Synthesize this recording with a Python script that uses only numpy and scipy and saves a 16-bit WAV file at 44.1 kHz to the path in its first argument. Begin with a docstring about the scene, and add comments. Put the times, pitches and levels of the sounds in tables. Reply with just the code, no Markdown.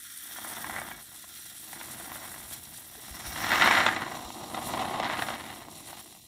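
"""Foam from a pressurised can into a glass mug

Foam is squeezed through a thin straw into a glass mug on a table, close to the microphone.
Propellant hisses in the straw all along, while pockets of gas sputter out with the foam and ring the mug.
The sputter swells to a loud splutter, dies back and returns more softly; the hand bumps the table a little.
Hiss and pops are noise and clicks shaped by resonances, over a short tail of reflections and a quiet room."""
import sys
import numpy as np
from scipy import signal
from scipy.fft import rfft, irfft, next_fast_len
from scipy.io import wavfile

SR = 44100
rng = np.random.default_rng(int(sys.argv[2]) if len(sys.argv) > 2 else 0)


def dump_mix(stems):
    """Bounce the given channels to the path in sys.argv[1] as a 16-bit WAV at rate SR."""
    frames = np.atleast_2d(stems).T  # one column per channel
    limited = np.clip(frames, -1, 1)  # hard clip at full scale
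    pcm = np.round(limited * 32767).astype(np.int16)
    wavfile.write(sys.argv[1], SR, pcm)


N = 276507
TIME = np.arange(N) / SR

# the largest gas pockets on reaching the tip: arrival_s, peak_db (before the common trim in pockets)
LARGE_POCKETS = [(0.36, -32), (0.384, -26), (0.445, -28), (0.5, -32), (0.642, -22), (0.695, -22.5),
                 (0.761, -20.5), (0.815, -21.5), (0.914, -28), (1.24, -37), (1.729, -27.5), (1.811, -27.5),
                 (2.116, -24.5), (3.197, -33), (3.516, -10.5), (3.619, -4.5), (3.658, -5), (3.673, -6.5),
                 (3.709, -4.5), (3.801, -13), (3.863, -7.5), (3.965, -19), (4.302, -26), (4.544, -23),
                 (4.736, -17.5), (4.908, -23), (4.998, -14.5), (5.097, -15), (5.22, -15), (5.284, -15.5),
                 (5.302, -18), (5.928, -29.5)]
POP_OPEN_S = .0025  # a pocket snaps open this long after it reaches the tip
USUAL_FLOW_DB = -40  # the sputter level that counts as the usual flow


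def sputter(level_db, bite_db, crackle_db, burble_db):
    """Small gas pockets burst in quick uneven clusters, more often as the flow grows; they also make the foam burble."""
    # the low burble of the foam: frequency_hz, level_db (per Hz)
    burble_outline = [(30, -25.5), (65, -12), (125, -4), (180, -7.5), (222, 0.5), (265, -5), (325, 0),
                      (370, -5.5), (410, -14.5), (450, -10.5), (510, -16), (700, -7), (1500, -63.5)]
    clusters = undb(4.2 * np.clip(walk(150) + 0.85 * walk(45), -2, 1.6))
    bursts_per_s = 900 * undb(.65 * (level_db - USUAL_FLOW_DB))
    bursts = clicks(rate=bursts_per_s, spread_db=3.5)
    breath = undb(-11.0) * rng.standard_normal(N)
    push = unit(clusters * (bursts + breath))
    ring = mug(push)
    upper_db = level_db - 0.47 - blockage()
    upper = undb(upper_db) * muffle(ring, ring, bite_db, crackle_db)
    slosh = unit(colour(push + undb(3.5) * rng.standard_normal(N), burble_outline))
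    return upper + undb(burble_db) * slosh, clusters


def blockage(block_db=3.5, block_s=0.013):
    """Dip in dB as each large pocket plugs the straw just before it bursts."""
    openings = np.array([s + POP_OPEN_S for s, _ in LARGE_POCKETS] + [np.inf])
    wait = openings[np.searchsorted(openings, TIME)] - TIME
    return block_db * np.exp(-(wait / block_s) ** 2)


def mug(push):
    """A burst of gas is heard directly and through the ringing mug."""
    # one burst of gas at the tip: frequency_hz, level_db (per Hz)
    burst_outline = [(300, -30), (530, -12), (680, -4), (1000, -3), (1150, -1.5), (1530, 3.5), (2050, 5.5),
                     (2380, -6.5), (3000, -7), (4150, -13), (4800, -23.5), (8000, -28.5), (15000, -55)]
    # resonances of the mug: frequency_hz, width_hz, gain_db (above the direct sound)
    mug_modes = [(768, 15, -9.5), (850, 8.7, 5), (1065, 13, -5), (1226, 12, 9.5), (1403, 78, -4),
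                 (1647, 5.7, 7), (1767, 62, -10), (1850, 5.5, -0.5), (2210, 13, -19), (2230, 10, 10),
                 (2550, 17, -22), (3080, 29, -35), (3766, 38, 1.5), (5400, 240, 10), (7100, 61, -7)]
    burst = colour(push, burst_outline)
    return burst + resonate(burst, mug_modes)


def muffle(x, steady, bite_db, crackle_db):
    """The foam around the tip sets how much mid and treble gets out, each scaled by a band of the steady sound."""
    below_mid = band(x, 200, 1140, order=5)
    below_top = band(x, 200, 2560, order=3)
    body = below_mid / np.std(band(steady, 550, 1150))
    bite = (below_top - below_mid) / np.std(band(steady, 1300, 2400))
    crackle = (x - below_top) / np.std(band(steady, 2700, 4500))
    return body + undb(bite_db) * bite + undb(crackle_db) * crackle


def brightness(surge_db, buried):
    """A stronger flow is brighter; a thin cover of foam takes the crackle, only a deep one the mids as well."""
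    bite_db = 1.47 + 0.2433 * surge_db - 16 * buried ** 3
    # the crackle also grows, in dB per s, as the foam climbs towards the rim
    crackle_db = -15 + 0.0052 * surge_db - 12.5 * buried + 3.5 * TIME
    return bite_db, crackle_db


def pops(level_db, bite_db, crackle_db, leak_s=0.0021, vent_s=0.0023, vent_db=-16, size=4096):
    """A large pocket starts to leak, opens with a snap and vents for a few milliseconds."""
    s, peak_db = pockets(level_db).T
    starts = (s * SR).astype(int)
    lead = size // 8  # room for the leak ahead of the snap, samples
    age = (np.arange(size) - lead) / SR
    snap = signal.unit_impulse(size, lead)
    vent_envelope = np.exp(np.minimum(age / leak_s, -age / vent_s))
    vents = rng.standard_normal((len(s), size)) * vent_envelope
    bursts = mug(snap + undb(vent_db) * vents)
    rings = muffle(bursts, mug(snap), bite_db[starts, None] + 0.8, crackle_db[starts, None])
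    out = np.zeros(N + size)
    for start, ring, db in zip(starts, rings, peak_db):
        out[start:start + size] += undb(db) * ring / np.abs(ring).max()
    return out[lead:lead + N]


def pockets(level_db, trim_db=-1.57, chance_per_s=4, above_sputter_db=12.5, scatter_db=1):
    """Rows (s, peak dB): the largest pockets, then chance ones whose size follows the flow."""
    slots = rng.random((64, 2))
    s = slots[:, 0] * TIME[-1]
    scatter = scatter_db * rng.standard_normal(len(s))
    peak_db = np.interp(s, TIME, level_db) + above_sputter_db + scatter
    happens = slots[:, 1] < chance_per_s * TIME[-1] / len(s)
    large = np.array(LARGE_POCKETS) + [POP_OPEN_S, trim_db]
    return np.vstack([large, np.c_[s, peak_db][happens]])


def hiss(jet_db, top_db, clusters):
    """The jet fizzes at the tip and sounds the straw; it flutters as foam passes and moves to a sunk-tip tone."""
    # how strongly the jet sounds the straw: time_s, straw_db
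    straw_drive = [(0, -5), (1.3, -3), (2.4, -7), (3.3, -4.5), (3.85, 3), (4.35, -0.5), (5.1, -3.5),
                   (6.2, -2.5)]
    # the jet at the tip: frequency_hz, level_db (per Hz)
    fizz_outline = [(500, -37.5), (2500, -7), (4800, -5), (6500, -4), (8200, 3.5), (9400, 7.5),
                    (11000, 5.5), (12400, 5.5), (13900, -6.5), (15100, 0.5), (16000, -23)]
    # air column of the straw with its tip in the open: frequency_hz, width_hz, gain_db
    open_modes = [(1406, 55, 3.5), (1780, 400, 0), (3380, 430, -1), (5600, 310, -2.5)]
    # the same with its tip sunk in foam: frequency_hz, width_hz, gain_db
    sunk_modes = [(1930, 140, -7.5), (2820, 300, -6), (3260, 270, -3), (3970, 410, 0.5), (5690, 240, 1),
                  (7270, 540, -4)]
    straw_db, = curves(straw_drive)
    flow = undb(1.36 * walk(60) + 1.84 * walk(260)) * clusters ** 0.2
    fizz, sizzle = (unit(colour(gas(flow), fizz_outline)) for _ in range(2))
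    top = undb(top_db) * band(sizzle, 12600, 20000, order=6)
    tip = band(fizz, 300, 13000, order=6) + top
    open_ring = resonate(gas(flow ** 0.85), open_modes, alternate=False)
    open_tip = unit(band(open_ring, 1100, 9000, order=2))
    sunk_tip = unit(resonate(gas(flow ** 0.93), sunk_modes))
    # the tip sinks deeper as foam piles up around it
    sunk = np.interp(TIME, [.8, 1.5, 3.2, 3.9], [0, .55, .6, 1])
    straw = np.sqrt(1 - sunk) * open_tip + np.sqrt(sunk) * sunk_tip
    return undb(jet_db) * (undb(-0.27) * tip + undb(straw_db) * straw)


def jet_level(choke_s=5.665, choke_half_s=0.041, choke_db=6):
    """Level of the propellant in dB: a slow drift, brief spurts and one choke by a plug of foam."""
    # slow drift of the escaping propellant: time_s, level_db
    jet_drift = [(0, -47), (.6, -43), (1.05, -53), (1.3, -48), (2.14, -45), (2.92, -50), (3.4, -44),
                 (3.68, -40.5), (3.97, -51.5), (4.75, -49.5), (5.06, -54.5), (5.9, -50), (6.27, -56.5)]
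    # slugs of pure gas that make the jet spurt: time_s, half_length_s, lift_db
    spurt_rows = [(0.876, .015, 4.5), (1.025, 0.023, 3), (1.825, 0.031, 2), (2.534, 0.016, 10.5),
                  (2.759, 0.018, 7), (3.198, 0.007, 4.5), (3.276, 0.021, 4), (4.68, 0.049, 10),
                  (5.236, 0.071, 9.5), (5.978, .05, 2.5)]
    drift_db, = curves(jet_drift)
    spurts_db = sum(db * swell(s, half_s) for s, half_s, db in spurt_rows)
    return drift_db + spurts_db - choke_db * swell(choke_s, choke_half_s)


def gas(flow, own_db=3.07):
    """Turbulent gas full of tiny bursting bubbles, with a flutter of its own."""
    flutter = undb(own_db * (walk(40) + walk(220)))
    bubbles = undb(-3.5) * clicks(rate=6100, spread_db=7.0)
    return unit(flow * flutter * (rng.standard_normal(N) + bubbles))


def whistle(clusters, s=3.51, half_s=0.33, hz=5570, width_hz=340, level_db=-45.5):
    """At the hardest push the jet drives one resonance of the straw into a breathy whistle."""
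    ring = unit(resonate(gas(clusters ** .35), [(hz, width_hz, 0)]))
    return undb(level_db) * swell(s, half_s) * ring


def gulp(s=2.985, half_s=0.0091, hz=432, peak_db=-50):
    """A big bubble sounds softly under the foam, as one short swell of a steady tone."""
    return undb(peak_db) * swell(s, half_s) * np.sin(2 * np.pi * hz * TIME)


def reflections(x, wet_db=-7.5, t60=0.076, size=8000):
    """The table top and near walls add a short tail of decaying noise."""
    t = TIME[:size]
    tail = rng.standard_normal(size) * undb(-60 * t / t60) * (t > .002)
    wet = through(x, tail / np.linalg.norm(tail))
    return x + undb(wet_db) * band(wet, 1400, 11000, order=1)


def bumps(hz=62, rise_s=0.0094):
    """The hand nudges the table, which answers with a short dull thud."""
    # soft bumps of the hand: start_s, peak_db (of the envelope)
    bump_rows = [(3.107, -41), (3.274, -37), (3.33, -47), (4.25, -44), (4.66, -49)]
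    out = np.zeros(N)
    for s, peak_db in bump_rows:
        age = np.maximum(TIME - s, 0)
        envelope = age / rise_s * np.exp(1 - age / rise_s)
        out += undb(peak_db) * envelope * np.sin(2 * np.pi * hz * age)
    return out


def forearm_rumble():
    """The forearm resting on the table adds a faint rumble, more as the hand presses harder."""
    # the forearm on the table: time_s, level_db (before a small random waver)
    grip = [(.2, -85), (.75, -57), (1.2, -73.5), (1.75, -62), (2.3, -56.5), (2.9, -66), (3.4, -48.5),
            (4.2, -63), (5.7, -64), (6.27, -69)]
    grip_db, = curves(grip)
    return undb(grip_db + 2.3 * walk(9.3)) * unit(band(rng.standard_normal(N), 39, 180))


def quiet_room(level_db=-64):
    """The room behind it all is steady noise, mostly low."""
    # quiet room: frequency_hz, level_db (per Hz)
    room_outline = [(25, -25.5), (60, 9), (320, 6), (420, -47), (700, -19.5), (1500, -44.5), (15000, -8)]
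    return undb(level_db) * unit(colour(rng.standard_normal(N), room_outline))


def undb(db):
    """Decibels to gain."""
    return 10 ** (np.asarray(db) / 20)


def unit(x):
    """Scale to rms 1."""
    return x / np.sqrt(np.mean(x ** 2))


def curves(table):
    """The columns of a table of timed rows, one value a sample."""
    s, *columns = np.transpose(table)
    return [np.interp(TIME, s, c) for c in columns]


def swell(s, half_s):
    """A smooth bell of height 1 around a moment."""
    return np.exp(-((TIME - s) / half_s) ** 2)


def walk(rate):
    """Smooth chance, taking a new random value rate times a second."""
    return 0.64 * np.interp(TIME * rate, np.arange(N // 8), rng.standard_normal(N // 8))


def clicks(rate, spread_db):
    """Randomly timed clicks of either sign and of uneven size; the sparser, the bigger each one."""
    hit = rng.random(N) < rate / SR
    size = undb(spread_db * np.clip(rng.standard_normal(N), -2, 2)) / np.sqrt(rate)
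    return unit(hit * np.sign(rng.standard_normal(N)) * size)


def through(x, response):
    """Pass a sound through an impulse response."""
    length = x.shape[-1]
    size = next_fast_len(length + len(response), True)
    return irfft(rfft(x, size) * rfft(response, size), size)[..., :length]


def colour(x, points, size=4096):
    """Causal filter with the given (Hz, dB) outline, made minimum-phase by folding its cepstrum."""
    hz, db = np.transpose(points)
    bins = np.maximum(np.fft.rfftfreq(size, 1 / SR), 1)
    gain = undb(np.interp(np.log(bins), np.log(hz), db))
    cepstrum = irfft(np.log(gain))
    fold = np.r_[1, np.full(size // 2 - 1, 2), np.zeros(size // 2)]
    return through(x, irfft(np.exp(rfft(cepstrum * fold))))


def resonate(x, modes, alternate=True, size=4096):
    """Damped resonances, each with its gain at its centre; without alternating signs, deep valleys lie between."""
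    t = TIME[:size]
    response = np.zeros(size)
    for k, (hz, width_hz, db) in enumerate(modes):
        sign = (-1) ** (k * alternate)
        decay = np.exp(-np.pi * width_hz * t)
        response += sign * undb(db) * width_hz * decay * np.cos(2 * np.pi * hz * t)
    return through(x, 2 * np.pi / SR * response)


def band(x, lo_hz, hi_hz, order=4):
    """Band-pass run both ways, so it leaves the timing alone."""
    sos = signal.butter(order, [lo_hz, hi_hz], "band", fs=SR, output="sos")
    return signal.sosfiltfilt(sos, x, padtype="even")


def scene():
    """Sputter, pops and hiss over handling thuds and a quiet room; flow and depth of the tip steer them."""
    # flow of foam out of the straw, in four surges: time_s, level_db (of the sputter)
    foam_flow = [(.16, -76), (.39, -54), (.79, -42), (1.1, -67), (1.58, -68.5), (1.76, -53), (2.08, -48),
                 (2.86, -63.5), (3.33, -46.5), (3.62, -27), (3.87, -29.5), (4.0, -36), (4.32, -47),
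                 (4.73, -35), (4.97, -34), (5.06, -37), (5.29, -39), (5.42, -45.5), (6.12, -59.5),
                 (6.25, -76)]
    # how deep the tip is buried in foam: time_s, depth (0-1)
    tip_depth = [(3.6, 0), (3.88, 0.44), (4.15, 0.87), (4.3, 1), (5.0, 1), (5.08, .74), (5.55, 0.63),
                 (5.72, 0.91), (5.95, 0.56), (6.27, 0.83)]
    level_db, = curves(foam_flow)
    buried, = curves(tip_depth)
    surge_db = level_db - USUAL_FLOW_DB
    bite_db, crackle_db = brightness(surge_db, buried)
    # the burble gains with the flow and, in dB per s, as the mug fills
    burble_db = -46.5 + 0.6959 * surge_db + 0.49 * TIME
    foam, clusters = sputter(level_db, bite_db, crackle_db, burble_db)
    sizzle_db = 5.5 - 4.5 * buried  # foam over the tip dulls the top of the jet
    jet = hiss(jet_level(), sizzle_db, clusters) + whistle(clusters)
    can = foam + jet + gulp() + pops(level_db, bite_db, crackle_db)
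    return (reflections(can) + bumps() + forearm_rumble() + quiet_room())[None]


def record(dry):
    """The recorder cuts the top steeply above 15.7 kHz."""
    return signal.sosfilt(signal.ellip(12, .1, 80, 15700, fs=SR, output="sos"), dry)


dry = scene()
out = record(dry)
dump_mix(out)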